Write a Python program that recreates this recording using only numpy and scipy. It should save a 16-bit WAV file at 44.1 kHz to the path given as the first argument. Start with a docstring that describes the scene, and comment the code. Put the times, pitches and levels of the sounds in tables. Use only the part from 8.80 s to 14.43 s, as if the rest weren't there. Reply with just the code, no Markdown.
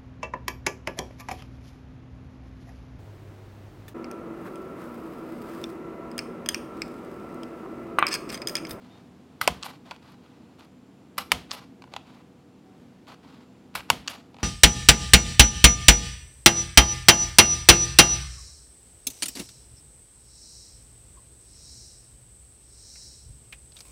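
"""A small handheld punch makes three holes along the edge of a sheet of card, close to the microphone, over a desk.
Each squeeze crunches through the fibres (noise grains), snaps against its stop (a crack and ringing modes),
then clicks open and drags the pin out of the hole with a rasp of filtered grains.
Between holes the card slides and knocks in the slot. Two faint short tones, a high broken one and a low hum,
swell briefly as wavering sines; a small room answers, with a fan humming in it."""
import sys
import numpy as np
from scipy import signal
from scipy.fft import rfft, irfft
from scipy.io import wavfile

SR = 44100
rng = np.random.default_rng(int(sys.argv[2]) if len(sys.argv) > 2 else 0)


def persist_wave(psi):
    """Save psi, clipped to +-1, as 16-bit WAV."""
    counts = np.round(np.clip(psi, -1, 1) * 32767).astype(np.int16)
    wavfile.write(sys.argv[1], SR, np.atleast_2d(counts).T)


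N = 248283  # samples in the scene
T = np.arange(SR // 2) / SR  # seconds since a blow


def undb(db):
    """Decibels to linear gain."""
    return 10 ** (np.asarray(db) / 20)


def fade(t60):
    """Exponential decay that falls 60 dB in t60 seconds."""
    return np.exp(-np.log(1000) * T / t60)


def onset(rise):
    """Gradual build-up after a blow, with time constant rise in seconds."""
    return 1 - np.exp(-T / rise)


def add(track, s, sound):
    """Mix a sound into the track at time s, dropping what runs past the end."""
    i = max(int(s * SR), 0)
    track[i:i + len(sound)] += sound[:max(len(track) - i, 0)]


def cut(x, hz, kind, order=2):
    """Butterworth low-pass or high-pass filter."""
    return signal.sosfilt(signal.butter(order, hz, kind, fs=SR, output="sos"), x)


def colour(x, points, size=4096):
    """Minimum-phase filter of unit power whose response passes through (Hz, dB) points."""
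    hz, db = np.transpose(points)
    bins_hz = np.arange(size // 2 + 1) * SR / size
    gain = undb(np.interp(np.log(bins_hz + 1), np.log(hz), db))
    # folding the cepstrum puts the energy as early as possible
    cepstrum = irfft(np.log(gain))
    cepstrum[1:size // 2] *= 2
    cepstrum[size // 2 + 1:] = 0
    response = irfft(np.exp(rfft(cepstrum)))
    return signal.fftconvolve(x, response / np.linalg.norm(response))[:len(x)]


def ring(modes, scale=1):
    """Damped sines of a struck body, all pitches times scale."""
    out = np.zeros(len(T))
    for hz, db, t60 in modes:
        out += undb(db) * fade(t60) * np.sin(2 * np.pi * hz * scale * T)
    return out


def fibres(count, spread_db):
    """Dense tiny fractures of random sign and very unequal size; rms 1."""
    sign, size = rng.standard_normal((2, count))
    grains = np.sign(sign) * undb(spread_db * np.clip(size, -2.5, 2.5))
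    return grains / grains.std()


def walk(count, rate):
    """Random drift in straight lines between normal draws, rate of them a second."""
    t = np.arange(count) / SR * rate
    knots = rng.standard_normal(2048)
    return np.interp(t, np.arange(len(knots)), knots)


def stroke(length, spread_db, catch_db, catch_rate, edge, ease_db):
    """Friction that swells, catches and slips, and loses ease_db from start to end (gains if negative)."""
    count = int(length * SR)
    swell = signal.windows.tukey(count, edge)
    ease = undb(ease_db * np.linspace(.5, -.5, count))
    catch = undb(catch_db * walk(count, catch_rate))
    return swell * ease * fibres(count, spread_db) * catch


def snags(length, rate, spread_db):
    """Burrs catch and let go at random moments, about rate times a second, each with a tiny tick."""
    count = int(length * SR)
    caught = rng.random(count) < rate / SR
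    return caught * fibres(count, spread_db)


def contact(chatter_db, t60):
    """One hard contact, a single unit sample, with a brief noisy chatter after it."""
    push = undb(chatter_db) * fade(t60) * rng.standard_normal(len(T))
    push[0] = 1
    return push


def room(x, early_db, early_t60, late_db, late_t60, treble_t60, split_hz):
    """Quick reflections from desk and hands, then a short tail that loses its treble first; both decaying noise."""
    early, low, high = rng.standard_normal((3, len(T)))
    near = early * fade(early_t60) * (T > .002)
    dull = cut(low, split_hz, "low") * fade(late_t60)
    bright = cut(high, split_hz, "high") * fade(treble_t60)
    tail = (dull + bright) * onset(0.0035)
    response = undb(early_db) * near / np.linalg.norm(near)
    response += undb(late_db) * tail / np.linalg.norm(tail)
    return signal.fftconvolve(x, response)[:N]


# Steady tones of the fan in the room. 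Each row: pitch in Hz and rms level in dB, both before they waver.
FAN_TONES = [(82, -68.5), (188.4, -61.5), (253, -69), (483, -68.5), (753.7, -82), (7224, -86.5),
             (9868, -97)]
# Spectrum of the room air. Each row: frequency in Hz, relative level in dB.
AIR_SPECTRUM = [(15, -76), (25, -47.5), (53, -18.5), (70, -16), (137, -3), (212, -5.5), (249, 2),
                (335, -7.5), (405, -10.5), (560, -17.5), (677, -16.5), (1890, -29.5), (2690, -30),
                (7310, -40.5), (16000, -51.5)]
AIR_DB = -51.5


def fan():
    """A steady rush of air, as coloured noise, with a few sines wavering in pitch and level."""
    rush = rng.standard_normal(N) * undb(.5 * walk(N, 5))
    air = undb(AIR_DB) * colour(rush, AIR_SPECTRUM)
    for hz, db in FAN_TONES:
        waver_hz = min(.012 * hz, 9) * walk(N, 18)
        phase = 2 * np.pi * np.cumsum(hz + waver_hz) / SR
        air += np.sqrt(2) * undb(db + 2 * walk(N, 4.9)) * np.sin(phase)
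    return air


# Modes of the desk top under the hands. Each row: pitch in Hz, relative level in dB, 60 dB decay time in seconds.
DESK_MODES = [(64.2, -4.5, 0.23), (88, -6, .25), (136, -4.5, 0.076), (161.5, -2.5, 0.2),
              (254.2, -0.5, 0.19), (488, -6.5, 0.29), (718, 1.5, .2), (950.2, -4, 0.12)]
# Spectrum of the boom from the desk. Each row: frequency in Hz, relative level in dB.
BOOM_SPECTRUM = [(30, -21), (60, 3.5), (90, -3), (170, -0.5), (260, -3), (350, -11), (700, -12.5),
                 (1500, -44)]
# Spectrum of the burst the room throws back after a snap. Each row: frequency in Hz, relative level in dB.
BURST_SPECTRUM = [(100, -11), (350, -2), (700, 3), (1250, 1.5), (1800, -0.5), (3100, 3), (3900, -1.5),
                  (4700, -3.5), (7000, -8.5), (11000, -11), (16000, -20.5)]


def aftersound():
    """Each snap jolts the desk, which booms late and low, and throws a broad, even burst into the room."""
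    blows, boom, desk = np.zeros((3, N))
    for s, *_, desk_db, room_db in SNAPS:
        build = undb(desk_db) * onset(0.0045)
        add(blows, s, undb([room_db]))
        add(boom, s, build * fade(0.35) * rng.standard_normal(len(T)))
        add(desk, s, build * undb(-2.5) * ring(DESK_MODES))
    for s, *_ in BITES:  # the bite shakes it far less
        add(boom, s, undb(-41.5) * onset(0.0019) * fade(.22) * rng.standard_normal(len(T)))
    burst = room(blows, early_db=-2.0, early_t60=0.051, late_db=-6, late_t60=0.36, treble_t60=0.26, split_hz=5500)
    return colour(burst, BURST_SPECTRUM) + colour(boom, BOOM_SPECTRUM) + desk


# Faint short tones: a high broken one and a low hum that swells briefly. Each row: start in seconds,
# length in seconds, pitch in Hz and rms level in dB, the last two before they waver.
FAINT_TONES = [(0.095, 0.099, 3650, -63), (3.826, 0.194, 754, -61.5)]


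def faint_tones():
    """Faint short tones: sines that swell and fade while pitch and level waver at random."""
    out = np.zeros(N)
    for s, length, hz, db in FAINT_TONES:
        count = int(length * SR)
        phase = 2 * np.pi * np.cumsum(hz * (1 + 0.021 * walk(count, 278))) / SR
        level = np.sqrt(2) * undb(db + 3.2 * walk(count, 87))
        add(out, s, level * signal.windows.tukey(count, .5) * np.sin(phase))
    return out


# Bending modes of the held card. Each row: multiple of the card's pitch, relative level in dB,
# 60 dB decay time in seconds.
CARD_MODES = [(.78, -17.5, 0.02), (1, 2, .018), (1.13, -5, .026), (1.55, -3.5, .016)]


def card(hz, rise):
    """The card flexes; its pitch depends on how it is gripped, and it takes a moment to get going."""
    return ring(CARD_MODES, hz) * onset(rise)


# Spectrum of the small ticks of edges and burrs. Each row: frequency in Hz, relative level in dB.
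TICK_SPECTRUM = [(300, -18.5), (800, 9), (1700, -3.5), (2500, 3), (4500, -3), (5500, -11), (8000, -17),
                 (16000, -35.5)]


def knock(db, hz, tick_db):
    """The edge of the card ticks against the slot and the sheet answers."""
    tick = undb(tick_db + 13.0) * contact(chatter_db=-13.5, t60=0.016)
    return undb(db) * (colour(tick, TICK_SPECTRUM) + card(hz, rise=.00042))


# Spectrum of the sliding sheet. Each row: frequency in Hz, relative level in dB.
SHEET_SPECTRUM = [(200, -13), (500, -2), (800, 1.5), (1250, 0), (1700, -8), (2400, -7.5), (3500, -9.5),
                  (4500, -10.5), (5500, -18), (9000, -28), (16000, -35)]
# Spectrum of the bright rasp of a cut edge. Each row: frequency in Hz, relative level in dB.
RASP_SPECTRUM = [(500, -19.5), (1500, -5), (3000, 5), (3900, -1), (4700, -2), (6500, -10.5), (9000, -8),
                 (12500, -5.5), (16000, -21)]


def slide(length):
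    """The sheet slides: a dull, uneven rustle, a thin hiss from its edge and a few burrs."""
    sheet = stroke(length, spread_db=6, catch_db=2.5, catch_rate=130, edge=0.22, ease_db=4.0)
    hiss = undb(-22) * stroke(length, spread_db=14, catch_db=5.5, catch_rate=120, edge=0.37, ease_db=0.0)
    burrs = undb(17.5) * snags(length, rate=68, spread_db=7.5)
    return colour(sheet, SHEET_SPECTRUM) + colour(hiss, RASP_SPECTRUM) + colour(burrs, TICK_SPECTRUM)


# The card is shifted along to the next hole. Each row: start in seconds, length in seconds, level in dB.
SHIFTS = [(0.0, 0.23, -61.5), (1.044, .12, -56), (1.213, .15, -57.5), (1.416, .18, -66.5),
          (1.781, 0.081, -54.5), (3.115, 0.067, -55.5), (3.25, 0.18, -59), (4.268, .084, -50),
          (4.416, 0.24, -59), (5.593, 0.056, -51)]
# soft bumps of the moving card: level relative to the shift, pitch before the grip bends it
BUMPS_PER_S, BUMP_DB, BUMP_RANGE_DB, BUMP_HZ = 26, 5, 6, 890
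# the hands never hold the sheet quite still
FIDGET_DB, FIDGET_SWING_DB, FIDGET_PER_S = -71.5, 3.5, 4


def shifts():
    """The card slides and bumps along between holes, and whispers in the hands all the while."""
    fidget = undb(FIDGET_DB + FIDGET_SWING_DB * walk(N, FIDGET_PER_S))
    out = fidget * colour(fibres(N, spread_db=5.5), SHEET_SPECTRUM)
    for s, length, db in SHIFTS:
        add(out, s, undb(db) * slide(length))
        bumps = max(round(BUMPS_PER_S * length), 1)
        for place, force, grip in rng.uniform(-.5, 0.38, (bumps, 3)):
            bump_db = db + BUMP_DB + BUMP_RANGE_DB * force
            bump = knock(bump_db, BUMP_HZ * 2 ** (0.5627 * grip), tick_db=-12)
            add(out, s + (.5 + place) * length, np.cos(np.pi * place) * bump)  # strongest in mid-push
    return out


# The card knocks in the slot. Each row: start in seconds, level in dB, card pitch in Hz,
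# tick relative to the card in dB before knock() lifts it by 13.
KNOCKS = [(0.8633, -29.5, 950, -17), (1.088, -50, 930, -11), (1.1107, -30, 846, -0.5),
          (1.1162, -26, 895, -11), (3.0216, -40.5, 1000, 0), (3.04, -38.5, 892, -8.5),
          (3.076, -45.5, 890, -17), (3.138, -29.5, 786, -2), (3.164, -28.5, 880, 2),
          (5.0053, -35.5, 1007, 2.5), (5.544, -40.5, 815, -3.5), (5.567, -41.5, 793, -4),
          (5.5861, -40, 810, -4)]
# After every snap the card rattles in the slot, the second bounce weaker but harder. Each row: delay in seconds,
# level in dB relative to the snap's rattle, tick relative to the card in dB before knock() lifts it by 13.
RATTLE = [(.0032, 2, -21), (.008, -10, 3.5)]
RATTLE_HZ = 1005
# after every bite the sheet flaps back once
FLAP_DELAY_S, FLAP_DB, FLAP_HZ = 0.014, -29.5, 1100


def knocks():
    """The card flaps after each bite, rattles after each snap and knocks as it is lined up."""
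    out = np.zeros(N)
    for s, *_ in BITES:
        add(out, s + FLAP_DELAY_S, knock(FLAP_DB, FLAP_HZ, tick_db=-9.5))
    for s, *_, rattle_db, _, _ in SNAPS:
        for delay, db, tick_db in RATTLE:
            add(out, s + delay, knock(rattle_db + db, RATTLE_HZ, tick_db))
    for s, db, hz, tick_db in KNOCKS:
        add(out, s, knock(db, hz, tick_db))
    return out


def rasp(length, body_db):
    """The pin rubs the cut edge of the hole: a bright rasp, the duller voice of the sheet and a few burrs."""
    pin = stroke(length, spread_db=6.5, catch_db=2, catch_rate=390, edge=1.0, ease_db=2.5)
    sheet = undb(body_db) * stroke(length, spread_db=8.5, catch_db=1, catch_rate=190, edge=.55, ease_db=-1)
    burrs = undb(11.5) * snags(length, rate=240, spread_db=1.5)
    return colour(pin, RASP_SPECTRUM) + colour(sheet, SHEET_SPECTRUM) + colour(burrs, TICK_SPECTRUM)


# the lever rubs harder and harder just before it snaps shut or springs open
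STRAIN_S, STRAIN_DB = .018, -52.5


def strain():
    """A short rub that builds up until the lever lets go."""
    rub = stroke(STRAIN_S, spread_db=5.5, catch_db=2, catch_rate=300, edge=.15, ease_db=-11.5)
    return undb(STRAIN_DB) * colour(rub, SHEET_SPECTRUM)


# After every release the pin drags out of the hole in weakening pulls. Each row: delay in seconds,
# length in seconds, level in dB, sheet relative to the pin in dB.
PULLS = [(.004, .05, -41.5, -2.5), (0.044, .05, -53.5, 8), (0.084, .06, -70.5, 16)]
# the pin rubs from just before each crunch until it is through
PLUNGE_LEAD_S, PLUNGE_S, PLUNGE_DB = .008, .07, -42


def rubbing():
    """Every hole rubs alike: the pin plunges in, the lever strains before it jumps, the pin drags out."""
    out = np.zeros(N)
    for s, *_ in BITES:
        add(out, s - PLUNGE_LEAD_S, undb(PLUNGE_DB) * rasp(PLUNGE_S, body_db=-1.0))
    for s, *_ in SNAPS + RELEASES:
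        add(out, s - STRAIN_S, strain())
    for s, *_ in RELEASES:
        for delay, length, db, body_db in PULLS:
            add(out, s + delay, undb(db) * rasp(length, body_db))
    return out


# Modes of the punch body in the hand. Each row: pitch in Hz before the snap's ratio, relative level in dB,
# 60 dB decay time in seconds.
PUNCH_MODES = [(1460, -18.5, .014), (1926.1, -14, 0.0076), (2290, -11, 0.019), (2840, -9.5, 0.014),
               (2920, -6.5, 0.0079), (3420, -10.5, .012), (4456, -16.5, 0.014), (4574, -22.5, 0.012),
               (5760, -21, 0.011), (6800, -21, 0.016), (7300, -25, .012), (9400, -29.5, 0.0098),
               (10900, -29, 0.014), (12400, -25.5, 0.014)]


def punch_body(ratio=1):
    """The struck punch rings in its own modes, all pitches times ratio."""
    return ring(PUNCH_MODES, ratio)


# The spring throws the lever open. Each row: start in seconds, click level in dB, body ring in dB,
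# rebound delay in seconds, card flex in dB.
RELEASES = [(0.8277, -16, -45.5, 0.0048, -32.5), (2.7105, -14, -31.5, .0044, -27.5),
            (5.2766, -10.5, -30, .0037, -31)]
# Spectrum of the spring's clicks. Each row: frequency in Hz, relative level in dB.
SPRING_SPECTRUM = [(200, -25), (700, -27), (1200, -0.5), (2200, -9.5), (3000, 5.5), (3800, -1), (4600, 2),
                   (6000, -7), (7800, -7), (10000, -27), (16000, -45)]
REBOUND_CLICK_DB, REBOUND_RING_DB = 3.5, 5  # relative to the first click and ring
FLEX_HZ = 1169  # pitch of the card as the pin lifts it


def releases():
    """The pin jumps back and the lever rebounds: two light, hard clicks that ring the body and lift the card."""
    clicks, bodies = np.zeros((2, N))
    for s, click_db, ring_db, rebound, flex_db in RELEASES:
        add(clicks, s, undb(click_db) * contact(chatter_db=-15.5, t60=0.012))
        add(bodies, s, undb(ring_db) * punch_body())
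        again = s + rebound
        add(clicks, again, undb(click_db + REBOUND_CLICK_DB) * contact(chatter_db=-10.5, t60=0.0091))
        add(bodies, again, undb(ring_db + REBOUND_RING_DB) * punch_body())
        add(bodies, again, undb(flex_db) * card(FLEX_HZ, rise=0.0004))
    return colour(clicks, SPRING_SPECTRUM) + bodies


# The pin bites through the card. Each row: start in seconds, length in seconds, crunch level in dB,
# pop delay in seconds, pop level in dB, pop pitch in Hz.
BITES = [(0.6115, 0.011, -25.5, 0.0022, -11.5, 1304), (2.3783, 0.013, -26, 0.0033, -16.5, 1172),
         (4.95, .014, -27, 0.00344, -25, 1430)]
# Spectrum of the crunch. Each row: frequency in Hz, relative level in dB.
CRUNCH_SPECTRUM = [(200, -14), (600, -7), (1200, 1.5), (2500, -0.5), (3200, -5.5), (4900, -3.5),
                   (6300, -14.5), (9000, -13), (12500, -8.5), (16000, -20.5)]


def bites():
    """Fibres give way in a short dense crunch, during which the disc pops free."""
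    crunches, pops = np.zeros((2, N))
    for s, length, crunch_db, delay, pop_db, hz in BITES:
        crunch = stroke(length, spread_db=3.0, catch_db=2.5, catch_rate=1500, edge=0.5, ease_db=6)
        add(crunches, s, undb(crunch_db) * crunch)
        add(pops, s + delay, undb(pop_db) * card(hz, rise=0.000496))
    return colour(crunches, CRUNCH_SPECTRUM) + pops


# The lever hits its stop. Each row: start in seconds, punch ring in dB, punch pitch ratio,
# crack in dB before snaps() lifts it, rebound delay in seconds, card slap in dB, card pitch in Hz,
# rattle in dB, desk in dB, room in dB.
SNAPS = [(0.6765, -19, .81, -8, 0.0023, -5, 633, -16.5, -33.5, -3),
         (2.5184, -3.5, 1.05, -6.5, .0022, -10, 1044, -36, -35.5, 0.5),
         (5.1013, 0.5, .997, -7.5, .0021, -3, 954, -29.5, -35, 1)]
# Spectrum of the crack. Each row: frequency in Hz, relative level in dB.
CRACK_SPECTRUM = [(100, -9.5), (350, -10), (700, 0), (1400, -1), (2000, 2), (3100, 2), (3950, -10.5),
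                  (4600, 0), (5600, -6.5), (8000, -8.5), (12000, -12), (16000, -21)]


def snaps():
    """The freed lever slams home and rebounds once: a crack, the body rings and the card slaps."""
    cracks, bodies = np.zeros((2, N))
    for s, ring_db, ratio, crack_db, rebound, slap_db, hz, *_ in SNAPS:
        add(cracks, s, undb(crack_db + 16) * contact(chatter_db=-15, t60=0.0083))
        add(cracks, s + rebound, undb(crack_db + 4.5) * contact(chatter_db=-10.0, t60=0.0061))
        add(bodies, s, undb(ring_db) * punch_body(ratio) * onset(0.00037))
        add(bodies, s, undb(slap_db) * card(hz, rise=0.0014))
    return colour(cracks, CRACK_SPECTRUM) + bodies


def scene():
    """Punch and card near the microphone, too small to radiate bass, in the room."""
    near = shifts() + faint_tones() + knocks() + rubbing() + releases() + bites()
    near = cut(near, 450, "high")
    echo = room(near, early_db=-15, early_t60=0.03, late_db=-15.0, late_t60=0.36, treble_t60=0.22, split_hz=10000)
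    background = fan() + aftersound()  # aftersound holds the room's answer to the snaps
    return (background + echo + near + cut(snaps(), 380, "high"))[None]


def record(dry):
    """The recorder drops the deepest bass, rounds the highest peaks and cuts the top above 16.2 kHz."""
    rounded = np.tanh(cut(dry, 34, "high", order=4))
    return signal.sosfilt(signal.ellip(8, .2, 70, 16200, fs=SR, output="sos"), rounded)


dry = scene()
out = record(dry)
persist_wave(out)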